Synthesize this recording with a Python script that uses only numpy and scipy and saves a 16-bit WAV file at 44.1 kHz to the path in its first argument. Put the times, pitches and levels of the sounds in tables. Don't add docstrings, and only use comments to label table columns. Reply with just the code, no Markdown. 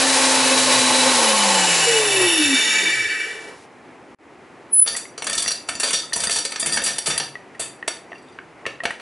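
import sys
import numpy as np
from scipy import signal
from scipy.fft import rfft, irfft, next_fast_len
from scipy.io import wavfile
from scipy.ndimage import uniform_filter1d

SR = 44100
rng = np.random.default_rng(int(sys.argv[2]) if len(sys.argv) > 2 else 0)


def bounce(signal):
    frames = np.transpose(np.atleast_2d(signal))
    limited = np.clip(frames, -1, 1)
    pcm = np.round(limited * 32767).astype(np.int16)
    wavfile.write(sys.argv[1], SR, pcm)


N = 397324


def from_db(db):
    return 10 ** (np.asarray(db) / 20)


def rms_one(x):
    return x / np.sqrt(np.mean(x ** 2) + 1e-20)


def drift(rate):
    r = np.exp(-2 * np.pi * rate * 40 / SR)
    noise = rng.standard_normal(N // 40 + 2002)
    slow = signal.lfilter([1], [1, -2 * r, r * r], noise)[2000:]
    return np.interp(np.arange(N) / 40, np.arange(len(slow)), rms_one(slow))


SIDE_DB = -15


def stereo(mid, side):
    return mid + from_db(SIDE_DB) * side * np.array([[1], [-1]])


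def filtered(x, order, cutoff_hz, kind="low"):
    return signal.sosfilt(signal.butter(order, cutoff_hz, kind, fs=SR, output="sos"), x)


def coloured(spectrum):
    size = next_fast_len(N)
    hz = np.arange(1, size // 2 + 2) * SR / size
    at_hz, level_db = np.transpose(spectrum)
    shape = from_db(np.interp(np.log(hz), np.log(at_hz), level_db, -90, -90))
    mid, side = irfft(rfft(rng.standard_normal((2, size))) * shape, size)[:, :N]
    return rms_one(stereo(mid, side))


def resonate(x, peaks, speed):
    out = 0
    for k, (hz, width, level_db, best_speed, spread) in enumerate(peaks):
        r = np.exp(-np.pi * width / SR)
        mode = signal.lfilter([1, 0, -1], [1, -2 * r * np.cos(2 * np.pi * hz / SR), r * r], x)
        mode *= from_db(1.25 * drift(1.5)) / (1 + ((speed - best_speed) / spread) ** 2)
        out = out + (-1) ** k * from_db(level_db) * (1 - r * r) * mode
    return rms_one(out)


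def ring(clicks, hz, t60):
    r, w = from_db(-60 / (t60 * SR)), 2 * np.pi * hz / SR
    return signal.lfilter([0, np.sin(w)], [1, -2 * r * np.cos(w), r * r], clicks + 1e-18)


def grains(per_s, spread_db):
    sizes = from_db(spread_db * np.minimum(rng.exponential(1, N), 5)) * rng.choice([-1, 1], N)
    return sizes * (rng.random(N) < per_s / SR)


def pings(rows, rise_s):
    out, t = np.zeros(N + SR // 4), np.arange(SR // 4) / SR
    for s, level_db, hz, t60 in rows:
        envelope = from_db(level_db - 60 * t / t60) * (1 - np.exp(-t / rise_s))
        out[int(s * SR):][:len(t)] += envelope * np.sin(2 * np.pi * hz * t)
    return out[:N]


# (time [s], speed [turns/s])
SPEED = [(0, 267), (.95, 254), (1.1, 258), (1.3, 216), (1.6, 186.6), (1.9, 155.4), (2.2, 124.7), (2.5, 92),
         (2.8, 68.4), (3.1, 27), (3.7, 0.74)]


def shaft_speed():
    at_s, speed = np.transpose(SPEED)
    return np.interp(np.arange(N) / SR, at_s, speed, 0, 0)


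# (frequency [Hz], width [Hz], level [dB])
STAND = [(96, 6.6, 1.5), (123.3, 17, 2.5), (192, 65, 2), (261.6, 46, -2), (307, 12, 0), (363, 46, -1),
         (462, 71, 0.5)]


def stand(hz):
    return sum(from_db(level_db) / (1 + (1.3 * (hz - mode_hz) / width) ** 2) ** 2
               for mode_hz, width, level_db in STAND)


FORCE_DB_PER_OCTAVE = 14
ONCE_DB, TWICE_DB, BLADE_DB = -26, -26.5, -20
HALF_DB, HALF_ABOVE, HALF_FADE_DB = -49, 245, .25
SLAP_FROM, SLAP_TO, SLAP_DROP_DB = 158, 88.5, 25
# (frequency [Hz], width [Hz], level [dB], best speed [turns/s], spread [turns/s])
BRUSH = [(7350, 450, 1, 172, 25), (10500, 800, -4, 222, 30)]


def rotor():
    speed = shaft_speed()
    turns = np.cumsum(speed) / SR
    force_db = FORCE_DB_PER_OCTAVE * np.log2((speed + 1e-3) / SPEED[0][1])
    once = from_db(ONCE_DB + force_db + 1.8 * drift(16)) * stand(speed)
    twice = from_db(TWICE_DB + 2 * force_db + 3 * drift(19)) * stand(2 * speed)
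    half_db = HALF_DB - HALF_FADE_DB * np.maximum(HALF_ABOVE - speed, 0)
    half = from_db(half_db + 4.2 * drift(38)) * stand(speed / 2)
    slap_db = np.interp(speed, [SLAP_TO - 4, SLAP_TO, SLAP_FROM, SLAP_FROM + 6], [-SLAP_DROP_DB, 0, 0, -60])
    blade = from_db(BLADE_DB + slap_db + 1.5 * drift(15)) * stand(3 * speed)
    tones = once * np.sin(2 * np.pi * turns) + twice * np.sin(4 * np.pi * turns)
    tones += half * np.sin(np.pi * turns) + blade * np.sin(6 * np.pi * turns)
    tip_pulses = np.diff(np.floor(3 * turns), prepend=0) + 1e-18
    return np.sqrt(2) * tones + from_db(-36.5) * resonate(tip_pulses, BRUSH, speed)


# (speed [turns/s], housing rumble [dB], air rush [dB], powder on the bowl [dB])
LOAD = [(0, -77.5, -87.5, -75), (3, -72, -57, -70), (7.84, -39.5, -51.5, -46), (21.8, -43, -39, -25.5),
        (53.3, -37, -29, -22.5), (93, -31, -25, -22.5), (125, -25.5, -25.5, -23), (160, -24.5, -21, -20.5),
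        (210, -22, -18.5, -23.5), (273, -21.5, -17.5, -17.5)]
# (frequency [Hz], relative level [dB])
RUMBLE = [(35, -66.5), (60, -44), (123, -17), (170, -29), (254, -8.5), (295, -8.5), (526, 0.5), (620, -2.5),
          (862, -2.5), (1600, -8.5), (2080, -28.5), (3520, -120)]
RUSH = [(710, -56), (1200, -4.5), (2420, 3.5), (2610, 0.5), (3430, 0), (3950, 3), (6100, 1), (9610, -2.5),
        (10600, 1), (11200, -4), (11500, -28), (15000, -56.5), (22000, -120)]
# (frequency [Hz], width [Hz], level [dB], best speed [turns/s], spread [turns/s])
HOUSING = [(329.4, 60, -5.5, 40, 78), (448, 28, 0, 24, 43), (534, 18, -2.5, 237, 88),
           (770, 13, -2, 190, 48), (873, 26, -1, 220, 110), (1090, 49, -5.5, 226, 64)]
BOWL = [(1274, 10, -13, 41, 61), (1532, 50, -11, 63, 270), (1758, 33, -4.5, 25, 180),
        (1922, 28, -2, 41, 140), (2306, 13, 7, 55, 61), (2600, 15, -2, 260.5, 1.5),
        (2630, 25, -0.5, 120, 72), (2910, 119, -3.5, 95, 75), (2910, 21, 3.5, 142, 74),
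        (3020, 13, -1, 210, 23), (3572, 19, 4, 95, 35), (3710, 38, -3.5, 87, 27), (3960, 36, -6.5, 240, 49),
        (4514, 38, -9, 81, 54), (5540, 75, -8.5, 110, 66), (6770, 39, -4, 80, 19),
        (7200, 260, -13.5, 134, 71), (7300, 23, -5, 85, 30), (8520, 32, -12.5, 260, 14),
        (10670, 690, -8.5, 116, 28.2)]


def grinding():
    speed = shaft_speed()
    housing = resonate(rng.standard_normal(N), HOUSING, speed)
    bowl = resonate(grains(5000, 2.5), BOWL, speed)
    housing, bowl = (stereo(x, np.roll(x, 1500)) for x in (housing, bowl))
    rumble = rms_one(coloured(RUMBLE) + from_db(1.5) * housing)
    at_speed, rumble_db, rush_db, powder_db = np.transpose(LOAD)
    out = from_db(np.interp(speed, at_speed, rumble_db) + 0.89 * drift(11)) * rumble
    out += from_db(np.interp(speed, at_speed, rush_db) + 0.84 * drift(23)) * coloured(RUSH)
    return out + from_db(np.interp(speed, at_speed, powder_db) + 0.79 * drift(14)) * bowl


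HUM_DB = -44.5
# (frequency [Hz], relative level [dB])
HUM = [(15, -63.5), (25, -20.5), (205, -9.5), (233, -6.5), (360, -4), (617, -10.5), (702, -8.5),
       (1600, -16.5), (2010, -15.5), (2340, -18.5), (3530, -30), (10400, -39.5), (11500, -43), (15000, -99),
       (22000, -120)]


def room_hum():
    return from_db(HUM_DB + .5 * drift(7.8)) * coloured(HUM)


def gain_control(loud, start_db, slope, release_db_s, attack_s):
    level_db = 10 * np.log10(uniform_filter1d(loud ** 2, size=221, origin=110) + 1e-12)
    ramp = release_db_s * np.arange(N) / SR
    held_db = np.maximum.accumulate(level_db + ramp) - ramp
    r = np.exp(-1 / (attack_s * SR))
    return from_db(-slope * signal.lfilter([1 - r], [1, -r], np.maximum(held_db - start_db, 0)))


GAP_S, GAP_LENGTH_S, GAP_DB = 4.148, .039, -34
RETURN_DB, RETURN_S = -14, 0.034


def dropout():
    since = np.arange(N) / SR - GAP_S - GAP_LENGTH_S
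    back_db = RETURN_DB * np.exp(-np.maximum(since, 0) / RETURN_S)
    return from_db(np.where(since > 0, back_db, GAP_DB * (since > -GAP_LENGTH_S)))


SQUEAK_S, SQUEAK_RISE_S, SQUEAK_HOLD_S, LET_GO_S = 4.7, .036, .092, .006
SQUEAK_DB, SQUEAK_SWELL_DB, TAIL_DB, TAIL_DB_PER_S = -8.5, 7, -19.5, 171
SQUEAK_HZ, SQUEAK_SAG_HZ, TAIL_HZ = 10140, 180, 10010


def squeak():
    t = np.arange(N) / SR - SQUEAK_S - SQUEAK_RISE_S
    held = np.clip(t / SQUEAK_HOLD_S, 0, 1)
    tail = np.clip((t - SQUEAK_HOLD_S) / LET_GO_S, 0, 1)
    hz = tail * TAIL_HZ + (1 - tail) * (SQUEAK_HZ - SQUEAK_SAG_HZ * held) + 25 * drift(119)
    locked_db = SQUEAK_DB + SQUEAK_SWELL_DB * held + 60 * np.minimum(t, 0) / SQUEAK_RISE_S
    dying_db = TAIL_DB - TAIL_DB_PER_S * (t - SQUEAK_HOLD_S) + 2.5 * drift(90)
    level_db = tail * dying_db + (1 - tail) * locked_db + .9 * drift(70)
    return np.sqrt(2) * from_db(level_db) * np.sin(2 * np.pi * np.cumsum(hz) / SR)


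ROOM_DB, ROOM_T60_S, ROOM_DULL_HZ = -5.5, 0.29, 9840


def room(x):
    t = np.arange(SR // 2) / SR
    echo = stereo(*rng.standard_normal((2, len(t)))) * from_db(-60 * t / ROOM_T60_S) * (t > .004)
    echo = filtered(echo, 1, ROOM_DULL_HZ)
    echo = echo / np.sqrt(np.sum(echo[0] ** 2))
    return from_db(ROOM_DB) * signal.fftconvolve(x[None], echo, axes=1)[:, :N]


STEEL_T60_S = .055
# (time [s], level [dB],
# two lower registers against the two upper [dB], top against upper register [dB], contact t60 [s])
BLOWS = [(4.825, -62.5, 14.5, 0, 0.088), (4.861, -30, 2.5, 0, .05), (4.874, -14.5, -8, -10, 0.032),
         (4.963, -22, -14, 8, 0.053), (5.177, -28.5, -2, 0, 0.023), (5.221, -24.5, 2, 1, 0.021),
         (5.242, -21.5, -8, 10, 0.018), (5.267, -19.5, -7, 2, 0.042), (5.296, -16.5, -7, 4, 0.021),
         (5.329, -14.5, -17, -2, 0.031), (5.351, -25, -9, 17, .038), (5.377, -18, -19, -3.5, 0.075),
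         (5.395, -26, -9, 12, 0.044), (5.42, -21, -15, 3, .06), (5.477, -15.5, -14.5, -2, 0.041),
         (5.504, -28.5, -4, 18, 0.047), (5.515, -15.5, -22, -7.5, 0.021), (5.687, -20, -1.5, 4, 0.036),
         (5.797, -21.5, -11, 3, 0.089), (5.83, -22.5, -6, 0.5, 0.15), (5.869, -29, -11, -4, 0.18),
         (5.905, -26, 0, 18, 0.033), (5.93, -21, -14, -5, 0.18), (6.131, -16.5, -11.5, -1.5, 0.035),
         (6.157, -27, -10, 11, 0.11), (6.202, -17.5, -15, -1, 0.033), (6.234, -22, -9, 3, 0.093),
         (6.295, -14, -4, 1, 0.021), (6.306, -22.5, -22, 0, 0.25), (6.358, -23.5, -8, 1, 0.09),
         (6.385, -18, -18, 2, 0.033), (6.45, -16.5, -11.5, -4, 0.033), (6.519, -25, -4, -1, .03),
         (6.558, -24.5, -0.5, -11, 0.027), (6.596, -26, -18, 13, 0.12), (6.658, -23, -7.5, 8, 0.1),
         (6.689, -34, -2, -8, .055), (6.728, -26.5, -35, 6, 0.13), (6.771, -14.5, -1, -5, 0.026),
         (6.836, -23.5, -19, 11, 0.1), (6.86, -23, -8.5, -2, 0.17), (6.982, -16, -11.5, 1.5, 0.033),
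         (7.058, -25, -12, 0, 0.09), (7.067, -27, -5.5, 7, 0.14), (7.1, -26.5, -4, -4, 0.1),
         (7.177, -11, -10.5, 8, 0.02), (7.198, -26.5, 5, -21, 0.032), (7.546, -62, 11, 0, 0.042),
         (7.594, -31, -9, 8.5, 0.19), (7.877, -17, -4, 3.5, 0.032), (8.663, -28.5, 11, -5, .02),
         (8.835, -34, 5, 0, 0.032), (8.853, -22.5, 11.5, -6, .02), (8.873, -54, 12, 4, 0.023),
         (8.906, -45, 16, 16, .028), (8.997, -50, 15.5, 1, 0.027)]
# (from [Hz], to [Hz])
REGISTERS = [(300, 1300), (1300, 3000), (3000, 7000), (7000, 11000)]
CRACK_DB = [4.1, 7.1, 1.46, 4.6]
# (frequency [Hz], level [dB])
STEEL = [(330, -17), (560, -14), (680, -14), (960, -18), (1280, -17), (1430, -15), (1810, -12), (1880, -9),
         (2310, -15), (2610, -10), (2730, -13), (3400, -17), (3570, -12), (3640, -10), (4590, -11),
         (4655, -8), (4755, -7), (5700, -14), (5850, -8), (6220, -17), (7100, -15), (8010, -14),
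         (8400, -14), (8980, -13), (9500, -13), (9880, -15), (10300, -14), (10950, -15)]


def blows():
    rows, t = np.array(BLOWS), np.arange(SR // 8) / SR
    luck_db = rng.normal(0, 4.5, (len(rows), len(STEEL) + 1))
    luck_db[:, 0] = 0
    shapes = [(1 - np.exp(-t / .003)) * from_db(-60 * t / t60) for t60 in rows[:, 4]]
    chatter = twisting() * rms_one(grains(900, 5.3))
    rough = rng.standard_normal(N)
    wander = from_db(-22.5 + 6.63 * drift(35.2))

    def force(register, column):
        envelope = np.zeros(N + len(t))
        for row, shape, gain in zip(rows, shapes, from_db(luck_db[:, column])):
            start_s, level_db, lower_db, top_db = row[:4]
            balance_db = [lower_db, lower_db, -top_db / 2, top_db / 2][register]
            envelope[int(start_s * SR):][:len(t)] += from_db(level_db + balance_db) * gain * shape
        return envelope[:N] * np.roll(rough, register * SR)

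    out = np.zeros(N)
    for k, (low, high) in enumerate(REGISTERS):
        crack = filtered(force(k, 0), 2, [low, high], "band")
        out += from_db(CRACK_DB[k]) * np.sqrt(SR / 2 / (high - low)) * crack
        for m, (hz, level_db) in enumerate(STEEL):
            if low <= hz < high:
                drive = from_db(-15.5) * force(k, m + 1) + np.roll(wander, m * SR // 4) * chatter
                out += from_db(level_db) * ring(drive, hz, STEEL_T60_S)
    scrape = filtered(chatter, 2, 1500, "high")
    return out + from_db(-20.5) * scrape


TWIST_RISE_DB_PER_S, TWIST_FALL_DB_PER_S = 598.5, 152
# (time [s], length [s], level [dB])
TWISTS = [(4.855, 0.063, -37), (5.284, 0.18, -34), (5.684, 0.3, -39), (6.161, 0.22, -32.5),
          (6.606, 0.26, -31.5), (7.097, 0.038, -33), (7.613, 0.03, -46), (8.1, 0.19, -62)]


def twisting():
    t, out = np.arange(N) / SR, np.zeros(N)
    for s, length, level_db in TWISTS:
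        rise_db = TWIST_RISE_DB_PER_S * np.maximum(s - t, 0)
        fall_db = TWIST_FALL_DB_PER_S * np.maximum(t - s - length, 0)
        out += from_db(level_db - rise_db - fall_db)
    return out


# (time [s], level [dB], frequency [Hz], t60 [s])
TICKS = [(4.9513, -17.5, 1940, 0.025), (5.0543, -25, 2100, .017), (5.461, -13.5, 1940, 0.017),
         (5.688, -24, 2280, .016), (6.124, -19.5, 1850, 0.045), (6.772, -25, 1800, .016),
         (7.3545, -19.5, 1940, 0.033), (7.55, -34, 1900, 0.044), (7.597, -23.5, 680, 0.038),
         (7.827, -18, 1870, 0.033), (7.879, -15.5, 656, .04), (8.118, -26, 700, 0.03),
         (8.1206, -23, 1960, 0.016), (8.1305, -23, 1840, .022), (8.156, -35, 2730, 0.061),
         (8.388, -18.5, 1570, 0.014), (8.39, -27, 2190, 0.014), (8.6546, -16, 1900, .022),
         (8.8038, -18.5, 1880, 0.065), (8.836, -22, 683, 0.071), (8.853, -21, 690, 0.14),
         (8.9062, -12, 1880, 0.028)]


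def latch():
    clicks = np.zeros(N)
    clicks[[int(row[0] * SR) for row in TICKS]] = from_db([row[1] for row in TICKS])
    front = from_db(-6) * ring(clicks, 2600, .007) + from_db(-8) * ring(clicks, 1250, .01)
    return filtered(pings(TICKS, rise_s=.0004) + front, 2, 3500)


THUD_T60_S = 0.17
# (time [s], level [dB], frequency [Hz])
THUDS = [(5.243, -33, 272), (5.71, -33, 273), (5.837, -23.5, 261), (6.162, -30, 139), (6.392, -30, 302),
         (6.666, -23, 149), (6.769, -24, 254), (6.887, -32, 149), (7.078, -20, 150), (7.204, -27.5, 144),
         (7.607, -33, 131), (8.659, -32, 135), (8.839, -35, 246)]


def bench():
    rows = [(*row, THUD_T60_S) for row in THUDS]
    rows += [(s, level_db - 2, 2.3 * hz, .09) for s, level_db, hz in THUDS]
    return filtered(pings(rows, rise_s=.006), 2, 110, "high")


def scene():
    metal, ticks, thread = blows() + bench(), latch(), squeak()
    mill = rotor() + grinding()
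    echo = room(metal + from_db(-6.5) * ticks + from_db(-1.5) * thread)
    clatter = metal + ticks + thread + echo
    hum = room_hum()
    hum *= gain_control(mill.mean(axis=0), start_db=-37.5, slope=0.16, release_db_s=58, attack_s=.02)
    gain = gain_control(clatter.mean(axis=0), start_db=-27.5, slope=0.3, release_db_s=212, attack_s=0.0084)
    return mill + gain * (clatter + hum)


CUTOFF_HZ = 11000


def record(dry):
    x = filtered(dry, 2, 80, "high")
    x = x * from_db([[.15], [-.15]]) * dropout()
    rounded = 1.4 * np.tanh(x / 1.4)
    return signal.sosfilt(signal.ellip(12, .5, 70, CUTOFF_HZ, fs=SR, output="sos"), rounded)


dry = scene()
out = record(dry)
bounce(out)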